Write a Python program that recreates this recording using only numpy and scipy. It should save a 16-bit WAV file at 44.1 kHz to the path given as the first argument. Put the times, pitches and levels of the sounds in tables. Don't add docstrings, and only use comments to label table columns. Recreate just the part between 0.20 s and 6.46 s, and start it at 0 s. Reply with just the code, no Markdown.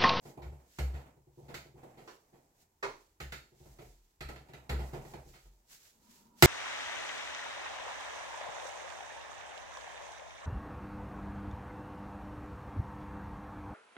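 import sys
import numpy as np
from scipy import signal
from scipy.fft import rfft, irfft
from scipy.io import wavfile

SR = 44100
rng = np.random.default_rng(int(sys.argv[2]) if len(sys.argv) > 2 else 0)


def persist_wave(psi):
    counts = np.round(np.clip(psi, -1, 1) * 32767).astype(np.int16)
    wavfile.write(sys.argv[1], SR, np.atleast_2d(counts).T)


N = 276066
T = np.arange(N) / SR
AGE = T[:SR // 2]
BLOW_HZ = np.arange(len(AGE) // 2 + 1) * SR / len(AGE)


def undb(db):
    return 10 ** (np.asarray(db) / 20)


def level(x, db, size=None):
    return x * undb(db) / np.sqrt(np.mean(x[..., :size] ** 2))


def blow_level(x, db):
    return level(x, db, size=1544)


def add(out, s, x):
    i = int(np.clip(s * SR, 0, N - 1))
    out[:, i:i + x.shape[-1]] += x[..., :N - i]


def along(points, hz):
    f, value = np.transpose(points)
    return np.interp(np.log(hz + 1e-9), np.log(f), value)


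def tint(x, points, size=1024):
    gain = undb(along(points, np.arange(size // 2 + 1) * SR / size))
    cepstrum = irfft(np.log(gain))
    cepstrum[1:size // 2] *= 2
    cepstrum[size // 2 + 1:] = 0
    response = irfft(np.exp(rfft(cepstrum)))
    return signal.fftconvolve(np.atleast_2d(x), np.atleast_2d(response), axes=-1)[:, :x.shape[-1]]


def diffuse(size, port_gap_s=0.00051):
    count = size // 2 + 1
    mid, side = np.exp(2j * np.pi * rng.random((2, count)))
    alike = np.sinc(2 * port_gap_s * np.arange(count) * SR / size)
    mid, side = mid * np.sqrt(1 + alike), side * np.sqrt(1 - alike)
    return np.array([mid + side, mid - side]) * np.sqrt(size / 2)


def noise():
    return irfft(diffuse(N), N)


def rise(seconds):
    return 1 - np.exp(-AGE / seconds)


def fade(t60):
    return np.exp(-np.log(1000) * AGE / t60)


def walk(rate):
    knots = np.arange(0, T[-1] + 1, 1 / rate)
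    return np.interp(T, knots, rng.standard_normal(len(knots)))


def gesture(start, length, attack_s, release_s):
    attack = np.clip((T - start) / attack_s, 0, 1)
    return attack * np.exp(-np.maximum(T - start - length, 0) / release_s)


# f/Hz, gain/dB
HOUSE_EQ = [(15, -32), (25, 2), (64, 2), (260, -11), (368, -5), (567, -18.5), (945, -8), (1110, -16.5),
            (4500, -30), (7500, -21), (9300, -28), (12200, -23), (15500, -24)]


def room_tone():
    return level(tint(noise(), HOUSE_EQ, size=4096), -76)


# peak t/s, half length/s, level/dB
STROKES = [(0.087, 0.028, -62.5), (0.563, 0.049, -67), (1.238, .06, -74), (1.917, 0.05, -70.5),
           (2.413, 0.028, -73), (2.79, .09, -74.5), (3.458, 0.054, -68), (3.66, 0.066, -68.5),
           (3.854, 0.079, -80.5), (4.683, 0.036, -64), (4.887, 0.046, -63.5), (5.146, 0.1, -66.5),
           (5.535, 0.026, -57), (5.637, 0.058, -62.5), (5.95, 0.072, -65.5), (6.222, 0.026, -54)]
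# t/s, length/s, relative level/dB
SHOVES = [(0, 0.46, -66), (0.622, .26, -57), (1.274, 0.066, -52.5), (1.56, .32, -61.5),
          (1.992, 0.45, -73.5), (3.437, 0.22, -67.5), (4.144, 0.35, -62), (4.6, 0.25, -54),
          (4.894, .14, -59), (5.3, 1, -79.5)]
# f/Hz, gain/dB
FLOUR_EQ = [(600, -11.5), (1500, -2.5), (2600, -3), (5500, -0.5), (7500, 0.5), (9000, -7.5), (13000, -4.5),
            (16000, -8)]
DRAG_EQ = [(70, -6.5), (140, 4), (210, 0.5), (260, 2), (350, -2.5), (800, 0.5), (1200, -8), (2500, -13),
           (5000, -25.5), (12000, -40)]


def rubbing(sleeves_db=-86, shove_hiss_db=-58.5, hiss_per_drag=0.33, flicker_db=1.5, slip_db=1.0):
    hiss = undb(sleeves_db + 2 * walk(4.86))
    for at, width, db in STROKES:
        hiss += undb(db) * np.exp(-.5 * ((T - at) / width) ** 2)
    drag = 0
    for start, length, db in SHOVES:
        shove = gesture(start, length, attack_s=0.029, release_s=0.049)
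        drag += shove * undb(db - 2)
        hiss += shove * undb(shove_hiss_db + hiss_per_drag * db)
    slips = noise() * undb(flicker_db * walk(45) + slip_db * walk(700))
    flour = level(tint(slips, FLOUR_EQ, size=4096), 0)
    dough = level(tint(slips, DRAG_EQ, size=4096), 0)
    return flour * hiss + dough * drag


# f/Hz, t60/s
ROOM_T60 = [(300, 0.44), (1500, 0.31), (5000, 0.41), (14000, 0.43)]


def contact(seconds, grain_db=4, direct_db=-4.5, early_t60=0.3, uneven_db=3):
    seconds = max(seconds, 1e-3)
    sizes = undb(grain_db * rng.standard_normal(len(AGE)).clip(-2, 2))
    swarm = rng.standard_normal(len(AGE)) * sizes * np.exp(-AGE / seconds) * rise(seconds / 5)
    direct = np.array([np.pad(swarm, (8, 0))[:len(AGE)], swarm])
    ripple_hz = np.geomspace(150, SR / 2, num=160)
    field = diffuse(len(AGE))
    field *= undb(uneven_db * np.interp(BLOW_HZ, ripple_hz, rng.standard_normal(len(ripple_hz))))
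    centres, t60s = np.transpose(ROOM_T60)
    room = 0
    for share, t60 in zip(np.eye(len(centres)), t60s):
        band = irfft(field * along(np.column_stack([centres, share]), BLOW_HZ), len(AGE))
        room += band * (fade(t60) + fade(early_t60))
    room *= rise(seconds / 2)
    return blow_level(direct, direct_db) + blow_level(room, 0)


def ring(modes, left_lag_s=0.00025):
    detunes = 1 + 0.0075 * rng.standard_normal(len(modes))
    age = np.array([AGE - left_lag_s, AGE])
    return sum(undb(db) * fade(t60) * np.sin(2 * np.pi * hz * detune * age)
               for (hz, db, t60), detune in zip(modes, detunes))


def table_boom(rise_s, t60, rest_hz=62.4, lift_hz=10, settle_s=0.077):
    hz = rest_hz + lift_hz * np.exp(-AGE / settle_s)
    boom = np.sin(2 * np.pi * np.cumsum(hz) / SR) * rise(rise_s) ** 2 * fade(t60)
    return level(boom, 0, size=3500)


# f/Hz, level/dB, t60/s
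THUMP_MODES = [(124.7, -3.5, 0.28), (139.9, 3.5, 0.21), (208.4, -14, 0.23)]
BOARD_MODES = [(298, -11, 0.07), (358, 1.5, 0.15), (392.6, -9, 0.13), (476, -11, 0.17)]
# f/Hz, gain/dB
KNOCK_EQ = [(100, -15.5), (150, -4.5), (205, -2.5), (260, -6.5), (340, 0.5), (500, 1), (650, -7.5),
            (1200, -51)]
AIR_EQ = [(300, -29), (500, -4), (630, 2.5), (830, 0.5), (1000, -6.5), (1150, -18), (2200, -49)]
SMACK_EQ = [(600, -27), (1050, -17), (1320, 4), (1600, -1.5), (2000, 2.5), (2550, -3), (3100, -7),
            (4400, -7.5), (5500, -13), (6500, -15), (10000, -49)]
PUFF_EQ = [(2500, -32), (4500, -2), (5500, 0.5), (7500, 1), (8800, -7.5), (10500, -8.5), (13000, -4),
           (16000, -14.5)]
THUMP_PER_WEIGHT = 0.28


def strike(boom, boom_db, thump_db, knock_db, air_db, smack_db, flour_db, contact_s, ring_db):
    impact = contact(contact_s)
    thump = ring(THUMP_MODES) * rise(0.022)
    board = ring(BOARD_MODES) * rise(0.0079)
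    knock = blow_level(tint(impact, KNOCK_EQ), 0) + blow_level(board, ring_db)
    body = undb(boom_db) * boom + blow_level(thump, thump_db) + blow_level(knock, knock_db)
    air = blow_level(tint(impact, AIR_EQ), air_db)
    smack = blow_level(tint(impact, SMACK_EQ), smack_db)
    flour = blow_level(tint(impact, PUFF_EQ), flour_db)
    return body + air + smack + flour


# t/s, base level/dB, weight/dB, slap/dB, contact/s
PUSHES = [(0.049, -50, -27, -12, 0.027), (0.217, -51.5, -2, -5, 0.019), (0.249, -54, 12.5, -17, 0.015),
          (0.318, -56.5, 11.5, -17, 0.019), (0.734, -52, 15, -3, 0.04), (0.964, -64.5, -6, -20, .013),
          (1.069, -62.5, -5, -31, .021), (1.173, -51.5, -17, -35, 0.04), (1.223, -60, 2, -19, 0.059),
          (1.281, -51, -23, -7, 0.025), (1.451, -58, -9, -13, 0.015), (1.541, -57, -6, -25, 0.044),
          (1.771, -53.5, -25, -7, 0.033), (2.126, -59.5, -37, -13.5, 0.038), (3.318, -63.5, -12, -31, .025),
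          (3.4, -59.5, 1, -23, 0.032), (3.453, -59, -2, -12.5, 0.011), (3.585, -52, -14, -7, .016),
          (3.617, -57, -8, -10.5, 0.014), (4.159, -58.5, -6, 4.5, 0.006), (4.284, -57, -12, -6.5, 0.014),
          (4.586, -44.5, 2, -7.5, 0.022), (4.73, -41, -10, -11, .025), (4.848, -50.5, -15, -10, 0.0099),
          (5.059, -60, -3, -25, 0.027), (5.133, -63.5, -19, 4, 0.028), (5.254, -67.5, -3, -9, 0.011)]


def pushes():
    out, boom = np.zeros((2, N)), table_boom(rise_s=0.014, t60=0.29)
    for s, db, weight, slap, contact_s in PUSHES:
        push = strike(boom, boom_db=db - 5 + weight, thump_db=db - 1.5 + THUMP_PER_WEIGHT * weight,
                      knock_db=db - 3, air_db=db - 3 + 0.3 * slap, smack_db=db - 3 + slap,
                      flour_db=db - 15 + 0.54 * slap, contact_s=contact_s, ring_db=-7 - 0.35 * slap)
        add(out, s, push)
    return out


# t/s, base level/dB, weight/dB, slap/dB
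PATS = [(0.172, -49, -7, -21), (0.585, -42.5, 9.5, -2), (1.341, -51.5, -13.5, 6.5), (1.63, -51.5, -30, -16),
        (3.001, -49.5, 1, 4), (3.121, -52, -11.5, 8), (4.006, -49, 0.5, 3), (4.086, -48, -16, -1.5),
        (4.333, -54.5, -7.5, 0), (4.493, -40.5, 6, -0.5), (4.935, -47.5, -11, -8.5)]


def pats(worked_in_db_per_s=1.2):
    out, boom = np.zeros((2, N)), table_boom(rise_s=0.05, t60=0.35)
    for s, db, weight, slap in PATS:
        pat = strike(boom, boom_db=db + weight, thump_db=db - 3 + THUMP_PER_WEIGHT * weight,
                     knock_db=db - 2, air_db=db - 3, smack_db=db - 1 + slap,
                     flour_db=db - 6 + slap - worked_in_db_per_s * s, contact_s=0.0075, ring_db=-5.5)
        add(out, s, pat)
    return out


# t/s, shell/dB, rim tick/dB, ring within shell/dB, thump/dB, contact/s
BOWL_KNOCKS = [(1.874, -51.5, -58.5, -19, -89, 0.013), (2.626, -34.5, -45, -1.5, -62, 0.013)]
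# f/Hz, level/dB, t60/s
BOWL_MODES = [(390, 0.5, 0.19), (526, -11, 0.28), (684, -18, 0.061), (990, -6, 0.23), (1238, -5, 0.11),
              (1363, -3, 0.18), (1430, -24, 0.17), (1655, -3, 0.14), (1870, 6, 0.087), (2510, -4, 0.13)]
# f/Hz, gain/dB
SHELL_EQ = [(120, -18.5), (250, -13), (330, -1.5), (400, 4), (700, -3.5), (1000, 2), (1900, -6.5),
            (2600, -8), (3300, -18.5), (8000, -54.5)]
RIM_EQ = [(1200, -23.5), (2500, 3.5), (4000, 1), (7500, -9), (9000, -17.5), (13000, -26), (16000, -20)]


def bowl():
    out = np.zeros((2, N))
    for s, shell_db, rim_db, ring_db, thump_db, contact_s in BOWL_KNOCKS:
        impact = contact(contact_s, grain_db=7)
        ringing = ring(BOWL_MODES) * rise(contact_s)
        shell = blow_level(ringing, ring_db) + blow_level(tint(impact, SHELL_EQ), 0)
        thump = blow_level(ring(THUMP_MODES) * rise(0.066), thump_db)
        tick = blow_level(tint(impact, RIM_EQ), rim_db)
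        add(out, s, thump + blow_level(shell, shell_db) + tick)
    return out


# t/s, length/s, relative level/dB
LEANS = [(2.63, 0.087, -60), (3.0, 0.11, -57), (3.436, 0.32, -59), (3.99, .06, -51), (4.493, 0.59, -59),
         (5.228, 0.052, -56.5)]


def rocking(sway_hz=42, trim_db=-1.5):
    load = sum(undb(db) * gesture(start, length, attack_s=0.042, release_s=0.085)
               for start, length, db in LEANS)
    phase = 2 * np.pi * np.cumsum(sway_hz * (1 + 0.2 * walk(20))) / SR
    shudder = np.sin(phase) * undb(3.0 * walk(17))
    return level(shudder, trim_db) * load


# t/s, length/s, level/dB
SWING = (5.7, 0.65, -67)
# f/Hz, gain/dB
RUSH_EQ = [(120, -18), (190, -8.5), (225, 0.5), (270, -10.5), (550, -24), (800, -24), (950, -9.5),
           (1100, -24), (1350, -21), (1700, -44)]


def swing():
    start, length, db = SWING
    rush = level(tint(noise(), RUSH_EQ, size=4096), db)
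    return rush * gesture(start, length, attack_s=0.19, release_s=0.051)


# t/s, boom/dB, thump/dB, knock/dB, air/dB, smack/dB, flour/dB, contact/s (1 ms floor)
SLAM = (6.2236, -23, -21.5, -19, -22.5, -18.5, -21, -0.26)


def slam():
    out = np.zeros((2, N))
    s, *blow = SLAM
    add(out, s, strike(table_boom(rise_s=0.025, t60=0.3), *blow, ring_db=8.5))
    return out


# f/Hz, left minus right/dB
BEARING = [(60, 0), (110, 1.5), (200, 3), (380, -2), (700, -4), (1290, -4.5), (2380, -2), (4400, -3),
           (8120, -3), (15000, 2.5)]


def from_right(x):
    return np.vstack([tint(channel, [(hz, side * db / 2) for hz, db in BEARING])
                      for channel, side in zip(x, (1, -1))])


def scene():
    work = pats() + pushes() + slam() + bowl() + rubbing() + swing()
    return from_right(work) + rocking() + room_tone()


def record(dry, top_hz=15900):
    rounded = dry / (1 + dry ** 4) ** .25
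    return signal.sosfilt(signal.ellip(10, .2, 80, top_hz, fs=SR, output="sos"), rounded)


dry = scene()
out = record(dry)
persist_wave(out)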